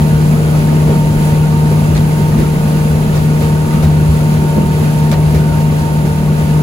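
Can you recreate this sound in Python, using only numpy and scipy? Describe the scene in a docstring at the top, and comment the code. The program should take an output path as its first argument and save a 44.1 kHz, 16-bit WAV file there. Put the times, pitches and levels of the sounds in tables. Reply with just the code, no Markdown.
"""Inside the cabin of a small boat at cruising speed, pushed by a four-cylinder four-stroke outboard.
Periodic combustion gives a harmonic series: the firing note booms in the cabin among weaker lines and
a thin whine, and the revs sway with the chop. Turbulence rumbles under the hull, foam rushes along its
sides, spray fizzes and bubbles ring. Now and then the hull thuds into a trough, or a wave slaps a
panel and rattles a loose fitting."""
import sys
import numpy as np
from scipy import signal
from scipy.fft import rfft, irfft
from scipy.io import wavfile
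from scipy.ndimage import map_coordinates

SR = 44100
rng = np.random.default_rng(int(sys.argv[2]) if len(sys.argv) > 2 else 0)


def wrap_up_sound(samples):
    """Save the sound to the file named by the first command line argument, as 16-bit audio."""
    columns = np.atleast_2d(samples).T
    # keep every value between -1 and 1, then stretch to whole-number steps
    tamed = np.clip(columns, -1, 1)
    steps = np.round(tamed * 32767).astype(np.int16)
    wavfile.write(sys.argv[1], SR, steps)


N = 291942
TIME = np.arange(N) / SR
FREQ = np.maximum(np.arange(N // 2 + 1) * SR / N, 1)


def undb(db):
    """Decibels to amplitude ratio."""
    return 10 ** (np.asarray(db) / 20)


def unit(x):
    """Normalisation to rms 1."""
    return x / np.sqrt(np.mean(x ** 2))


def noise():
    """Two uncorrelated white noises."""
    return rng.standard_normal((2, N))


def walk(rate):
    """Smooth random drift through `rate` values a second, with a spread near 1."""
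    knots = rng.standard_normal(1024)
    position = np.arange(0, N, 64) / SR * rate
    return 1.1 * map_coordinates(knots, [position], order=3, mode="wrap").repeat(64)[:N]


def swell(s, half_s):
    """A Gaussian rise and fall, 1 at its height."""
    return np.exp(-((TIME - s) / half_s) ** 2)


def easing(db_per_s):
    """A linear drift of level in dB, zero halfway through."""
    return db_per_s * (TIME - TIME.mean())


def decay(age, t60):
    """Exponential damping, 60 dB down at age t60."""
    return np.exp(-np.log(1000) * age / t60)


def stereo(mid, side):
    """Left and right as sum and difference."""
    return np.array([mid + side, mid - side])


def pan(db):
    """Interaural level difference: gains that put the left ear db above the right."""
    return undb([[db / 2], [-db / 2]])


def arriving(spectrum, lead_ms):
    """Interaural time difference: the left ear leads (lags if negative)."""
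    return spectrum * np.exp(1j * np.pi * FREQ * lead_ms / 1000 * np.array([[1], [-1]]))


def coloured(colour, drive):
    """Spectral shaping: two drives become left and right spectra, falling steeply outside the table."""
    hz, db, correlation = np.transpose(colour)
    octave, knots = np.log2(FREQ), np.log2(hz)
    outside = np.abs(octave - np.clip(octave, knots[0], knots[-1]))
    gain = undb(np.interp(octave, knots, db) - 20 * outside) * np.sqrt(SR / 2)
    like = np.clip(np.interp(octave, knots, correlation), -1, 1)
    mid = rfft(drive[0]) * np.sqrt((1 + like) / 2)
    side = rfft(drive[1]) * np.sqrt((1 - like) / 2)
    return gain * stereo(mid, side)


def churn(spectrum, low_db, high_db, split_hz, flicker_db, flicker_rate):
    """Amplitude modulation: octave bands flicker about low_db below the split and high_db above it."""
    out = 0
    for octave in range(4, 15):
        band = irfft(spectrum * np.maximum(1 - np.abs(np.log2(FREQ) - octave), 0), N)
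        high = 1 / (1 + (split_hz / 2 ** octave) ** 4)
        out = out + band * undb((1 - high) * low_db + high * high_db + flicker_db * walk(flicker_rate))
    return out


def ringing(hz, half_width_hz):
    """A resonance under random excitation, rms 1."""
    return unit(irfft(rfft(noise()) / (1 + ((FREQ - hz) / half_width_hz) ** 2), N))


def panel_ring(db=-45, hz=1450, throb_db=5.0):
    """Forced vibration: the engine shakes a panel that rings faintly, in uneven throbs."""
    return undb(db) * unit(ringing(hz, half_width_hz=55) * undb(throb_db * walk(7)))


# Air pockets along the hull. Each row: time of the peak in seconds, level in dB, note in Hz,
# half-length in seconds.
AIR_POCKETS = [(.55, -34, 1260, 0.017), (1.29, -43, 1230, 0.028), (2.34, -35, 1240, 0.033),
               (3.756, -33, 1240, 0.11), (4.16, -40, 1100, .03)]

def gulps():
    """Cavity resonance: a trapped pocket of air sounds its hollow note for a moment."""
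    return sum(undb(db) * swell(s, half_s) * ringing(hz, half_width_hz=70)
               for s, db, hz, half_s in AIR_POCKETS)


def bubbles(db=-40.5, count=650, low_hz=1050, high_hz=4400, t60_cycles=100, glide=0.081):
    """Damped oscillation: each bubble in the wake rings on its own note, rising as it fades."""
    age = TIME[:SR // 10]
    out = np.zeros((2, N + len(age)))
    for when, pitch, size, left, right in rng.random((count, 5)):
        hz = low_hz * (high_hz / low_hz) ** pitch
        life = age * hz / t60_cycles
        phase = 2 * np.pi * (hz * age * (1 + glide * life) + np.array([[left], [right]]))
        ring = (1 - np.exp(-life * 20)) * decay(life, 1) * np.sin(phase)
        strength = undb(3 * min(-np.log(size), np.pi)) * np.sqrt(low_hz / hz)
        out[:, int(when * N) + np.arange(len(age))] += strength * ring
    return undb(db) * unit(out[:, :N])


def foam(drops_per_s, drop_share):
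    """Shot noise: countless bursting drops of unequal size over a smooth hiss."""
    sizes = undb(2.6 * np.minimum(rng.exponential(size=(2, N)), 4))
    drops = noise() * (rng.random((2, N)) < drops_per_s / SR) * sizes
    return np.sqrt(1 - drop_share) * noise() + np.sqrt(drop_share) * unit(drops)


def cabin():
    """Interference: close reflections ripple the spectrum, mostly in the middle range."""
    ripple = 1.9 * np.interp(FREQ / 45, np.arange(2048), rng.standard_normal(2048))
    return undb(ripple * FREQ / (FREQ + 600) / (1 + (FREQ / 7000) ** 2))


# Spectra of the rush and the spray. Each row: frequency in Hz, relative spectral level in dB,
# interaural correlation (limited to -1..1 in use).
RUSH_SPECTRUM = [(400, -68, 0.78), (947, -57, 0.23), (990, -63, 0.041), (1360, -64.5, 0.46),
                 (2030, -65.5, 0.64), (2530, -68, -0.59), (2780, -65.5, 0.56), (2780, -69.5, -0.076),
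                 (3980, -72, 0.1), (4500, -72.5, -0.55), (5720, -76, 0.77), (7100, -90, 0.97)]
SPRAY_SPECTRUM = [(5000, -87, 0.21), (6190, -74.5, -0.16), (9000, -72, -1.75), (12100, -74, -0.069),
                  (13300, -78.5, -1.4), (15900, -77.5, -0.03)]
# Crests breaking into spray. Each row: time of the peak in seconds, half the rise in dB,
# half-length in seconds.
BREAKING_CRESTS = [(0.252, 0.5, 0.094), (0.588, 0.6, 0.04), (0.805, 0.5, 0.044), (1.264, 1.15, 0.094),
                   (2.146, 0.6, 0.046), (2.856, 0.5, 0.22), (3.447, 1, 0.053), (4.156, 1, 0.073),
                   (4.335, 0.9, 0.049), (4.85, 0.5, 0.15), (5.797, 0.8, 0.062)]

def wake(surge_db=.4):
    """Flow noise: foam rushes on one side, finer spray fizzes on the other; both surge with the chop."""
    crests_db = 2 * sum(half_db * swell(s, half_s) for s, half_db, half_s in BREAKING_CRESTS)
    rush_db = easing(-0.12) + crests_db
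    spray_db = -0.73 + easing(-0.24) + crests_db
    rush = arriving(coloured(RUSH_SPECTRUM, foam(drops_per_s=2500, drop_share=.25)), lead_ms=.3)
    spray = arriving(coloured(SPRAY_SPECTRUM, foam(drops_per_s=8000, drop_share=.15)), lead_ms=-.233)
    inside = (rush * pan(-1.2) + spray) * cabin()
    water = churn(inside, rush_db, spray_db, split_hz=5000, flicker_db=.45, flicker_rate=45)
    return water * undb(surge_db * walk(10))


# The hull drops into troughs. Each row: start in seconds, envelope peak in dB, note in Hz,
# 60 dB decay time in seconds.
TROUGHS = [(.13, -18, 70, 0.31), (0.369, -16, 86, 0.2), (1.16, -20, 42, .2), (1.941, -15, 62, 0.36),
           (2.37, -14, 61.5, 0.39), (3.14, -20, 78, .35), (3.829, -11.5, 83, 0.75), (4.076, -7.5, 72, 0.42),
           (5.349, -12, 75, 0.26)]

def thuds(rise_s=0.011):
    """Free vibration: a soft blow from below sets the whole hull swinging for a few cycles."""
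    out = np.zeros(N)
    for s, db, hz, t60 in TROUGHS:
        age = np.maximum(TIME - s, 0)
        envelope = (1 - np.exp(-age / rise_s)) * decay(age, t60)
        out += undb(db) * envelope / envelope.max() * np.sin(2 * np.pi * hz * age)
    return out


# Water heard through the hull. Each row: frequency in Hz, relative spectral level in dB,
# interaural correlation.
HULL_SPECTRUM = [(14, -61, .98), (30.2, -47.5, 0.6), (55, -43.5, 0.89), (101.5, -36.5, 1), (124, -43.5, 1),
                 (194, -37, 1), (205, -37.5, 1), (280, -49.5, 0.85), (376, -48.5, 0.69), (710, -59, 0.42),
                 (935, -71, 0.0032), (1600, -80, 0)]

def hull_water(gain_db=-1.0, trough_db=2):
    """Turbulent pressure drives the hull: a deep rumble that swells in the troughs, and a hollow slosh."""
    troughs = np.max([swell(s, half_s=0.11) for s, *_ in TROUGHS], axis=0)
    rumble_db = easing(-0.32) + trough_db * troughs + 0.04 * walk(10)
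    slosh_db = rumble_db / 2 + 0.5 * walk(10)
    turbulence = coloured(HULL_SPECTRUM, noise())
    water = churn(turbulence, rumble_db, slosh_db, split_hz=140, flicker_db=.4, flicker_rate=15)
    return water * undb(gain_db) * pan(-0.3)


# Modes of a loose cabin fitting. Each row: frequency in Hz, relative level in dB,
# 60 dB decay time in seconds.
FITTING_MODES = [(1260, -3, .04), (1880, -3, .03), (2350, -3, .03), (3750, -3, .025), (4230, -2, .03),
                 (4780, -3, .02), (5900, -3, .02), (7050, -6, .015), (8450, -6, .015)]

def rattle(touches=4, gap_s=0.0089, bounce_db=0.5):
    """Repeated impact: each touch of the fitting excites its modes in different proportions."""
    age = TIME[:SR // 4]
    out = np.zeros((2, len(age)))
    for k in range(touches):
        since = np.maximum(age - k * gap_s * rng.uniform(.85, 1.0), 0)
        for hz, db, t60 in FITTING_MODES:
            ring = np.sin(2 * np.pi * hz * since) * decay(since, t60)
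            out += undb(db + k * bounce_db) * rng.standard_normal((2, 1)) * ring
    return out / np.sqrt(np.mean(out[:, :SR // 100] ** 2))  # rms 1 over the first 10 ms


# Spectra of a slap's splash, struck panel and dry first contact. Each row: frequency in Hz,
# relative level in dB, interaural correlation.
SPLASH_SPECTRUM = [(400, -14, .4), (800, 12, 0.43), (1300, -1, 0.25), (1910, 10, 0.23), (3270, 2.5, 0.18),
                   (4830, 2.5, 0.5), (8500, -2.5, 0.021), (15000, 0, 0)]
PANEL_SPECTRUM = [(120, -22, .9), (260, -4, .9), (390, 0, .8), (650, -9, .5), (1400, -25, 0)]
CRACK_SPECTRUM = [(700, -8, .5), (1500, 0, .6), (2800, -1, .5), (4700, 0, .6), (9000, -12, 0)]
# Waves slapping the side. Each row: start in seconds, level in dB, rise and 60 dB decay times in
# seconds, treble and panel gains in dB, panel note in Hz, rattle and crack gains in dB.
WAVE_SLAPS = [(.545, -32, .004, .2, -4, 15, 450, -18, -20),
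              (.72, -34.5, .004, 0.2, -6, 23.5, 340, -20, -20),
              (.866, -31.5, .006, 0.19, -4, 11.5, 520, -20, -15),
              (0.889, -32.5, 0.0025, .42, -6, 16.5, 410, -20, -12),
              (1.17, -37, .005, .3, 0, 3, 390, -14, -20), (1.711, -37, .004, 0.15, -5, 23, 390, -20, -20),
              (1.951, -22, 0.0033, 0.2, -12, -3, 387, -9, -13),
              (2.378, -24, 0.0061, 0.44, -6, 12.5, 200, -16, -20),
              (3.153, -29.5, .003, 0.34, 1, 10.5, 389, -5, -15),
              (3.408, -27, .003, .19, -5, 6, 390, -16, -15), (3.73, -32, .004, .22, 1, 1, 392, -16, -20),
              (3.826, -25, 0.0028, 0.23, 0, 7, 600, -11, -10),
              (4.42, -37, 0.004, 0.22, -3, 20, 360.4, -20, -20),
              (4.561, -27, .005, 0.34, -14, 20, 229.4, -24, -20),
              (4.805, -40.5, 0.0058, 0.39, -3, 28, 175, -22, -18),
              (5.115, -20.5, .0005, 0.11, -4, 5, 386, -12, 0),
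              (5.126, -24, .001, 0.14, -11, 6, 700, -20, -3),
              (5.165, -40.5, 0.0085, 0.48, -8, 20.5, 380, -20, -20),
              (5.343, -24.5, .002, 0.33, -3.5, 6, 390, -12, -10),
              (5.55, -39, .006, 0.28, 4, 17.5, 400, -12, -9), (5.6, -34, .003, 0.15, 4, 9, 400, -14, -12),
              (5.719, -36, .004, 0.17, -3, 20, 340, -20, -20), (6.052, -31, .003, .2, 1, 6, 390, -14, -12)]

def slaps(treble_hz=3000, crack_t60=0.025, panel_peak_hz=390):
    """Impact excitation: a wave cracks and splashes over a panel's dull note, shaking the fitting."""
    splash, panel, crack = (unit(irfft(coloured(spectrum, noise()), N))
                            for spectrum in (SPLASH_SPECTRUM, PANEL_SPECTRUM, CRACK_SPECTRUM))
    treble = irfft(rfft(splash) / (1 + (treble_hz / FREQ) ** 4), N)
    out = np.zeros((2, N))
    for s, db, rise_s, t60, treble_db, panel_db, note_hz, rattle_db, crack_db in WAVE_SLAPS:
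        chatter = undb(rattle_db) * rattle()
        age = TIME[:chatter.shape[1]]
        span = int(s * SR) + np.arange(len(age))
        retuned = span * note_hz / panel_peak_hz  # resampling moves the panel's peak to this note
        note = np.array([map_coordinates(ear, [retuned], order=1, mode="wrap") for ear in panel])
        envelope = (1 - np.exp(-age / rise_s)) * decay(age, t60)
        wet = splash[:, span] + (undb(treble_db) - 1) * treble[:, span]
        contact = undb(crack_db) * decay(age, crack_t60) * crack[:, span]
        out[:, span] += undb(db) * (envelope * (wet + undb(panel_db) * note) + contact + chatter)
    return out


# The drive's whine at the listener. Each row: time in seconds, gain in dB,
# added interaural phase difference in radians.
WHINE_PATH = [(0, 0.5, 0.57), (.13, 0, 0), (.3, -1.5, 0.99), (.53, -2, 1.5), (.6, 0, .4), (.72, -1.5, .3),
              (.9, 0.5, 0), (1.02, 4.5, 0), (1.25, 1, 0), (1.6, 1.5, 0), (1.8, 0.5, 0.38), (1.98, -5, 1.3),
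              (2.15, 4.5, 0), (2.5, 0, 0), (2.85, -2, 0), (3.1, -0.5, .7), (3.45, 0, 0.068), (3.85, 3.5, 0),
              (3.93, -1, 1.1), (4.02, 5, 0), (4.12, -4, 0), (4.25, 1, 0), (4.6, 4.5, 0), (4.9, 1.5, 0),
              (5.12, 6, 0), (5.25, -1.5, -0.5), (5.5, 1.5, 0), (5.6, 1, .3), (5.75, .5, 0), (5.9, 5.5, 0),
              (6.03, -2, 0), (6.62, 1, 0)]

def whine_amplitude(waver=0.21, wobble_rad=.4):
    """Standing waves: the whine's level and phase change as the listener moves through them."""
    times, levels, phases = np.transpose(WHINE_PATH)
    size = undb(np.interp(TIME, times, levels) - 0.1) * (1 + waver * walk(12))
    ear_phase = stereo(0, np.interp(TIME, times, phases) / 2)
    return size * np.exp(1j * (ear_phase + wobble_rad * walk(11)))


# The hum at three times the firing rate. Each row: time in seconds, gain in dB.
HUM_GAIN = [(0, 2), (.7, 1), (1.5, -3), (2.3, 1), (3.15, 1.5), (4.0, -1.5), (4.8, -0.5), (5.7, -2),
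            (6.62, -2)]

def hum_amplitude(waver=0.15):
    """Amplitude modulation: the hum swells and sinks slowly under a quicker waver."""
    return undb(np.interp(TIME, *np.transpose(HUM_GAIN))) * (1 + waver * walk(12))


# Engine speed under changing propeller load. Each row: time in seconds, firing rate in Hz.
FIRING_RATE = [(0, 152.6), (.45, 153.3), (1.13, 152.3), (2, 153.3), (2.32, 152.3), (2.9, 152.9),
               (3.4, 152.5), (3.7, 153.05), (4.3, 152.7), (4.52, 152.25), (4.95, 152.0), (5.38, 152.95),
               (5.85, 152.45), (6.18, 151.8), (6.62, 152.7)]
# Engine harmonics. Each row: multiple of the four-stroke cycle rate, base mid and side levels in dB,
# left minus right in dB.
ENGINE_ORDERS = [(2, -27, -43, 3), (4, -12, -30, 2), (5, -32, -47, -2), (6, -26, -41, 1), (7, -41, -46, -4),
                 (8, -37, -47, -5), (9, -43, -42, 2), (10, -36, -44, 3), (11, -43, -39, 5),
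                 (12, -31.5, -37, -3), (13, -47, -38, 3), (14, -46, -40, 1), (15, -39, -46, 2),
                 (16, -42, -46, -5), (17, -42, -46, -2), (18, -44, -53, 0), (19, -47, -52, 2),
                 (20, -46, -54, -2), (21, -46, -43, 2), (22, -47, -52, 0), (23, -48, -49, 5),
                 (24, -34, -40, -5), (25, -45, -47, 0), (26, -51, -50, 2), (28, -51, -54, 3),
                 (29, -51, -56, 2), (32, -50, -51, 0), (33, -52, -56, -2), (38, -50, -52, 2),
                 (40, -55, -53, 3)]
FIRING_ORDER, HUM_ORDER, WHINE_ORDER = 4, 12, 24

def engine(boom_db_per_hz=1.5, boom_wander_db=0.93, waver=0.37):
    """Harmonics locked to the crank; uneven combustion makes the weak ones waver in size and phase."""
    firing_hz = np.interp(TIME, *np.transpose(FIRING_RATE))
    cycle = np.cumsum(firing_hz / FIRING_ORDER) / SR
    # the firing note booms in the cabin, louder as the revs rise
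    boom_db = 0.44 + boom_db_per_hz * (firing_hz - firing_hz.mean()) + easing(-0.1)
    out = np.zeros((2, N))
    for order, mid_db, side_db, pan_db in ENGINE_ORDERS:
        if order == FIRING_ORDER:
            size = undb(boom_db + boom_wander_db * walk(7))
        elif order == WHINE_ORDER:
            size = whine_amplitude()
        elif order == HUM_ORDER:
            size = hum_amplitude()
        else:
            uneven = 1 + waver * (walk(12) + 1j * walk(12))
            size = undb(0.06) * uneven / np.sqrt(1 + 2 * waver ** 2)
        line = np.sqrt(2) * size * np.exp(2j * np.pi * (order * cycle + rng.random()))
        # standing waves in the cabin give each line its own lag and balance between the ears
        ears = stereo(undb(mid_db), 1j * undb(side_db))[:, None] * pan(pan_db)
        out += (line * ears).real
    return out


def scene():
    """Superposition: the sounds of engine and water add."""
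    return engine() + panel_ring() + hull_water() + wake() + bubbles() + gulps() + slaps() + thuds()


def record(dry, ceiling=.96, top_hz=15750):
    """Soft saturation rounds the highest peaks; a steep low-pass filter cuts the top."""
    rounded = dry / (1 + (dry / ceiling) ** 8) ** (1 / 8)
    return signal.sosfilt(signal.ellip(10, .1, 80, top_hz, fs=SR, output="sos"), rounded)


dry = scene()
out = record(dry)
wrap_up_sound(out)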